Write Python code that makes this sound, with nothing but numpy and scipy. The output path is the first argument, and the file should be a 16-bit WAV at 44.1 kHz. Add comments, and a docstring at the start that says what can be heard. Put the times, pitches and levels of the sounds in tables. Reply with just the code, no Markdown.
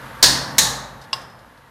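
"""A hard-walled workshop, one mono microphone close to the hands, over a room rumble that fades.
A lighter snaps twice, pressed and then let go, hard enough to overload the microphone. Each snap is
a chatter of small contacts that rings the steel hood, reverberates and stirs the room's low resonances.
A spray can is then picked up: its wall clinks, and a glove touches it lightly a few times."""
import sys
import numpy as np
from scipy import signal
from scipy.fft import rfft, irfft, next_fast_len
from scipy.io import wavfile
from scipy.ndimage import uniform_filter1d

SR = 44100
rng = np.random.default_rng(int(sys.argv[2]) if len(sys.argv) > 2 else 0)


def transcribe(u):
    """Save the signal u as a 16-bit wav file named by the first command-line argument.

    u: samples, shape (n,) or (channels, n), limited to [-1, 1]; the rate is SR.
    q: integer samples, one column per channel.
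    """
    v = np.clip(np.atleast_2d(u).T, -1, 1)
    q = np.round(v * 32767).astype(np.int16)
    wavfile.write(sys.argv[1], SR, q)


N = 74970
CONTACT_ATTACK_S, BUILD_S = 0.00037, 0.0034  # rise of a contact; rise of ringing and reverberation


def amp(db):
    """Decibels to gain."""
    return 10 ** (np.asarray(db) / 20)


def since(start_s):
    """Seconds since start_s, zero before it."""
    return np.maximum(np.arange(N) / SR - start_s, 0)


def blow(start_s, attack_s, t60_s):
    """Envelope that rises at start_s and dies away by 60 dB in t60_s."""
    return (1 - np.exp(-since(start_s) / attack_s)) * amp(-60 * since(start_s) / t60_s)


def along(points, hz):
    """Interpolate (frequency, value) points on a log frequency axis."""
    point_hz, values = np.transpose(points)
    return np.interp(np.log(hz + 1), np.log(point_hz + 1), values)


def filtered(x, response):
    """Shape x by a gain that depends on frequency."""
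    size = next_fast_len(N + SR // 2)
    return irfft(rfft(x, size) * response(np.fft.rfftfreq(size, 1 / SR)), size)[:N]


def noise(colour):
    """Coloured noise of rms 1, falling away below the colour's lowest frequency."""
    white = rng.standard_normal(N)
    shaped = filtered(white, lambda hz: amp(along(colour, hz)) * np.minimum(hz / colour[0][0], 1) ** 2)
    return shaped / np.sqrt(np.mean(shaped ** 2) + 1e-20)


def tone(pitch_hz, width_hz):
    """A tone of rms 1, blurred by its wandering phase."""
    drift = np.cumsum(rng.standard_normal(N)) * np.sqrt(np.pi * abs(width_hz) / SR)
    phase = 2 * np.pi * pitch_hz * since(0) + uniform_filter1d(drift, size=600)
    return np.sqrt(2) * np.sin(phase + rng.uniform(0, 2 * np.pi))


def ringing(start_s, modes):
    """Struck metal rings on in slightly unsteady notes."""
    return sum(amp(db) * tone(hz, width_hz=4.9) * blow(start_s, BUILD_S, t60) for hz, db, t60 in modes)


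# The workshop's rumble at the microphone: frequency_hz, level_db
RUMBLE_COLOUR = [(15, -54.5), (25, -29), (43, -9), (81, -5.5), (119, 1), (140, -11.5), (161, -8.5),
                 (246, -5), (367, -14.5), (536, -6.5), (617, -12), (1110, -7.5), (1440, -8.5), (1660, -6.5),
                 (2260, -18), (4070, -23), (7000, -34.5), (9100, -57.5), (15400, -120)]
# Narrow tones in the rumble: pitch_hz, width_hz, level_db
HUM_TONES = [(54.2, 10, -15.5), (133.1, 6.3, -12), (910, 12, -11.5), (1150, 14, -16.5)]
# Hiss above it: frequency_hz, level_db
HISS_COLOUR = [(2000, -30), (5000, -5.5), (8000, -3), (12500, 1), (13500, -4.5), (14500, -29.5)]
# The fade of all three: time_s, level_db
ROOM_TONE_FADE = [(0, -39), (.04, -37), (.2, -38.5), (.55, -36), (.8, -43), (1.1, -46), (1.25, -48.5),
                  (1.45, -49), (1.7, -50)]

def room_tone():
    """Rumble, a few wavering tones and hiss, fading together."""
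    hum = sum(amp(db) * tone(hz, width) for hz, width, db in HUM_TONES)
    fade = amp(np.interp(since(0), *np.transpose(ROOM_TONE_FADE)))
    return fade * (noise(RUMBLE_COLOUR) + hum + amp(-17) * noise(HISS_COLOUR))


# The glove meets the lighter, later the can: start_s, level_db
TOUCHES = [(.06, -49), (1.013, -42), (1.037, -47.5), (1.213, -44), (1.297, -52), (1.388, -52), (1.572, -55)]
# Its bright brushing sound: frequency_hz, level_db
TOUCH_COLOUR = [(500, -20), (2000, -21), (3500, 1.5), (5000, 1), (7000, -10), (13000, -16), (14500, -50)]

def glove():
    """Each light touch makes a short, soft puff of noise."""
    return sum(amp(db) * noise(TOUCH_COLOUR) * blow(s, attack_s=.002, t60_s=.1) for s, db in TOUCHES)


# Slips just ahead of the snaps and the clink: start_s, level_db
SLIPS = [(0.2252, -23), (0.5735, -34), (0.5804, -25), (1.128, -35)]
# The pressed lighter's body, close up; also colours every slip: frequency_hz, level_db
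PRESS_COLOUR = [(120, -39.5), (200, -15), (268, -10), (399, -19), (534, -13.5), (690, -14.5), (992, -10.5),
                (1280, -16.5), (1780, -7.5), (2330, -19), (3960, -4.5), (4330, 0), (4750, -2.5), (6830, -8),
                (7620, -12), (9140, -11), (11000, -21), (14400, -21.5), (15500, -34.5)]

def slips():
    """Parts start to slip with a faint scrape before they strike."""
    return sum(amp(db) * noise(PRESS_COLOUR) * blow(s, CONTACT_ATTACK_S, t60_s=.016) for s, db in SLIPS)


def snap(contacts, colour):
    """A quick chatter of contacts, each a short ring of the lighter's body and a white crack."""
    chatter = np.zeros(N)
    for start_s, level_db in contacts:
        body = noise(colour) * blow(start_s, CONTACT_ATTACK_S, t60_s=.026)
        crack = rng.standard_normal(N) * blow(start_s, CONTACT_ATTACK_S, t60_s=.0084)
        chatter += amp(level_db) * (body + amp(-2.5) * crack)
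    return chatter


# Contacts inside the lighter, close to the microphone: start_s, level_db
PRESS_CONTACTS = [(.2275, 1.5), (.2302, -4), (.236, -4), (.2395, -1), (.2445, -8), (.2487, -14)]
# Its steel hood after the press: pitch_hz, level_db, t60_s
PRESS_HOOD_MODES = [(1674, -26.5, .5), (4300, -21.5, 0.42), (4390, -21.5, 0.45), (4530, -25.5, 0.43),
                    (4810, -21.5, 0.482), (4990, -24.5, .55), (5230, -24, 0.48), (5240, -27.5, 0.5),
                    (5480, -25, 0.6)]

def lighter_press():
    """The button snaps down, the hood rings and the walls answer."""
    start_s = PRESS_CONTACTS[0][0]
    direct = snap(PRESS_CONTACTS, PRESS_COLOUR) + ringing(start_s, PRESS_HOOD_MODES)
    return direct + amp(-7.5) * reverberation(start_s, PRESS_COLOUR)


# Decay between the workshop's hard walls: frequency_hz, t60_s
WORKSHOP_DECAY = [(100, 1.3), (500, 1.26), (1000, 1.27), (1800, 0.84), (3000, 0.54), (5000, 0.51),
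                  (8000, 0.45), (14000, .42)]

def reverberation(start_s, colour):
    """The workshop answers a blow with a wash of noise whose treble dies first."""
    hz, time_s, spectrum = signal.stft(noise(colour), SR, nperseg=256)
    fade = amp(-60 * np.maximum(time_s - start_s, 0) / along(WORKSHOP_DECAY, hz)[:, None])
    tail = signal.istft(spectrum * fade, SR, nperseg=256)[1][:N]
    return tail * (1 - np.exp(-since(start_s) / BUILD_S))


# Press, release and clink as they stir the low end: start_s, level_db
BLOWS = [(.228, 1), (0.582, -3.5), (1.13, -15)]

def thumps():
    """One soft low push with each blow."""
    pitch_hz, level_db = 45, -32
    return sum(amp(db + level_db) * np.sin(2 * np.pi * pitch_hz * since(s))
               * blow(s, CONTACT_ATTACK_S, t60_s=.12) for s, db in BLOWS)


# The workshop's low resonances: pitch_hz, width_hz, level_db, t60_s
ROOM_MODES = [(55, 14, -35.5, 1.4), (88.7, 25, -35.5, .55), (133.3, 13, -27.5, 1.05),
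              (169.9, 50, -34.5, 1.3), (262, 34, -31.5, .55)]

def room_boom():
    """Low room resonances swell after each blow and linger."""
    return sum(amp(blow_db + mode_db) * tone(hz, width) * blow(s, attack_s=.03, t60_s=t60)
               for s, blow_db in BLOWS for hz, width, mode_db, t60 in ROOM_MODES)


# Contacts as the button is let go: start_s, level_db
RELEASE_CONTACTS = [(.5826, -0.5), (.586, -2), (.5908, -9), (.593, -5.5)]
# The release heard directly, close up: frequency_hz, level_db
RELEASE_DIRECT_COLOUR = [(120, -52.5), (200, -20.5), (422, -19.5), (1260, -17), (1450, -18), (1780, -3),
                         (2650, -15), (4030, -5.5), (4750, -8), (6350, 0), (9660, -13.5), (13900, -15),
                         (15500, -20)]
# The release coming back off the walls: frequency_hz, level_db
RELEASE_ROOM_COLOUR = [(120, -34.5), (200, -7.5), (352, -19.5), (564, -10), (715, -13.5), (890, -3.5),
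                       (974, -14.5), (1110, -7), (1400, -13.5), (1740, -6), (2330, -16), (2960, -14),
                       (3960, 1.5), (4840, -6.5), (6830, -1.5), (7480, -7), (8980, -10), (14400, -19.5),
                       (15500, -29.5)]
# The steel hood after the release: pitch_hz, level_db, t60_s
RELEASE_HOOD_MODES = [(1823, -24, 0.29), (3850, -30, 0.67), (4012, -28.5, 0.43), (4130, -29, .55),
                      (6490, -30, 0.52), (6730, -29.5, 0.44), (10660, -31.5, 0.28)]

def lighter_release():
    """The button springs back, ringing the hood on other notes, and the walls answer again."""
    start_s = RELEASE_CONTACTS[0][0]
    direct = snap(RELEASE_CONTACTS, RELEASE_DIRECT_COLOUR) + ringing(start_s, RELEASE_HOOD_MODES)
    return direct + amp(-11) * reverberation(start_s, RELEASE_ROOM_COLOUR)


# Two contacts as the can is picked up: start_s, level_db
CLINKS = [(1.1304, -15), (1.1357, -29)]
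# The can's wall, held in the hand: pitch_hz, level_db, t60_s
CAN_WALL_MODES = [(899, -12, 0.14), (1070, -2, 0.085), (2777, 0, 0.046), (3377, -8.5, 0.043),
                  (3950, -7, 0.034), (4690, -1.5, 0.032), (5040, -1, 0.046), (5260, 0.5, 0.028),
                  (5520, -11, 0.033), (6080, -27, 0.065), (8333, -25, .04)]
# Its faint lingering notes: pitch_hz, level_db, t60_s
CAN_LINGERING_MODES = [(1086, -38, 0.37), (2756, -46.5, 0.43), (5077, -47, 0.59), (5157, -50, 0.66)]
# The crack of each contact, heard directly: frequency_hz, level_db
CAN_CRACK_COLOUR = [(60, -16), (200, -24), (700, -12), (1400, -15), (1900, 1), (2350, -14), (3100, 3),
                    (4000, -2), (4300, -5), (5100, 2), (6500, -14), (8200, -9), (10000, -22), (13500, -26),
                    (15000, -55)]
# The clink coming back off the workshop's walls: frequency_hz, level_db
CAN_ROOM_COLOUR = [(150, -11.5), (400, -6.5), (800, -0.5), (1100, -1), (1400, -3), (1800, -4),
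                   (2300, -11.5), (3500, -7.5), (4400, -12.5), (5100, -2), (6500, -18.5), (8300, -17),
                   (13000, -22), (14500, -55)]

def spray_can():
    """A double clink, damped by the hand, leaves a few faint notes and a little reverberation."""
    first_s = CLINKS[0][0]
    sound = amp(-34) * reverberation(first_s, CAN_ROOM_COLOUR) + ringing(first_s, CAN_LINGERING_MODES)
    for start_s, level_db in CLINKS:
        wall = sum(amp(db) * np.sin(2 * np.pi * hz * since(start_s) + rng.uniform(0, 2 * np.pi))
                   * blow(start_s, CONTACT_ATTACK_S, t60) for hz, db, t60 in CAN_WALL_MODES)
        crack = noise(CAN_CRACK_COLOUR) * blow(start_s, CONTACT_ATTACK_S, t60_s=.04)
        sound += amp(level_db) * (wall + amp(-4) * crack)
    return sound


def scene():
    """Everything reaches one microphone, the same in both channels."""
    mono = (room_tone() + glove() + slips() + lighter_press() + thumps() + room_boom()
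            + lighter_release() + spray_can())
    return np.tile(mono, (2, 1))


def record(dry):
    """The microphone clips on the snaps and loses the deepest bass and the highest treble."""
    clip_hardness, bottom_hz, top_hz = 3.7, 32, 15900
    clipped = dry / (1 + np.abs(dry) ** clip_hardness) ** (1 / clip_hardness)
    low_cut = signal.butter(2, bottom_hz, "high", fs=SR, output="sos")
    high_cut = signal.cheby1(12, .1, top_hz, fs=SR, output="sos")

    def response(hz):
        """Gain of both filters, with a steeper edge at the top."""
        band = np.abs(signal.sosfreqz(np.vstack([low_cut, high_cut]), hz, fs=SR)[1])
        return band / (1 + (hz / top_hz) ** 80)

    return np.array([filtered(channel, response) for channel in clipped])


dry = scene()
out = record(dry)
transcribe(out)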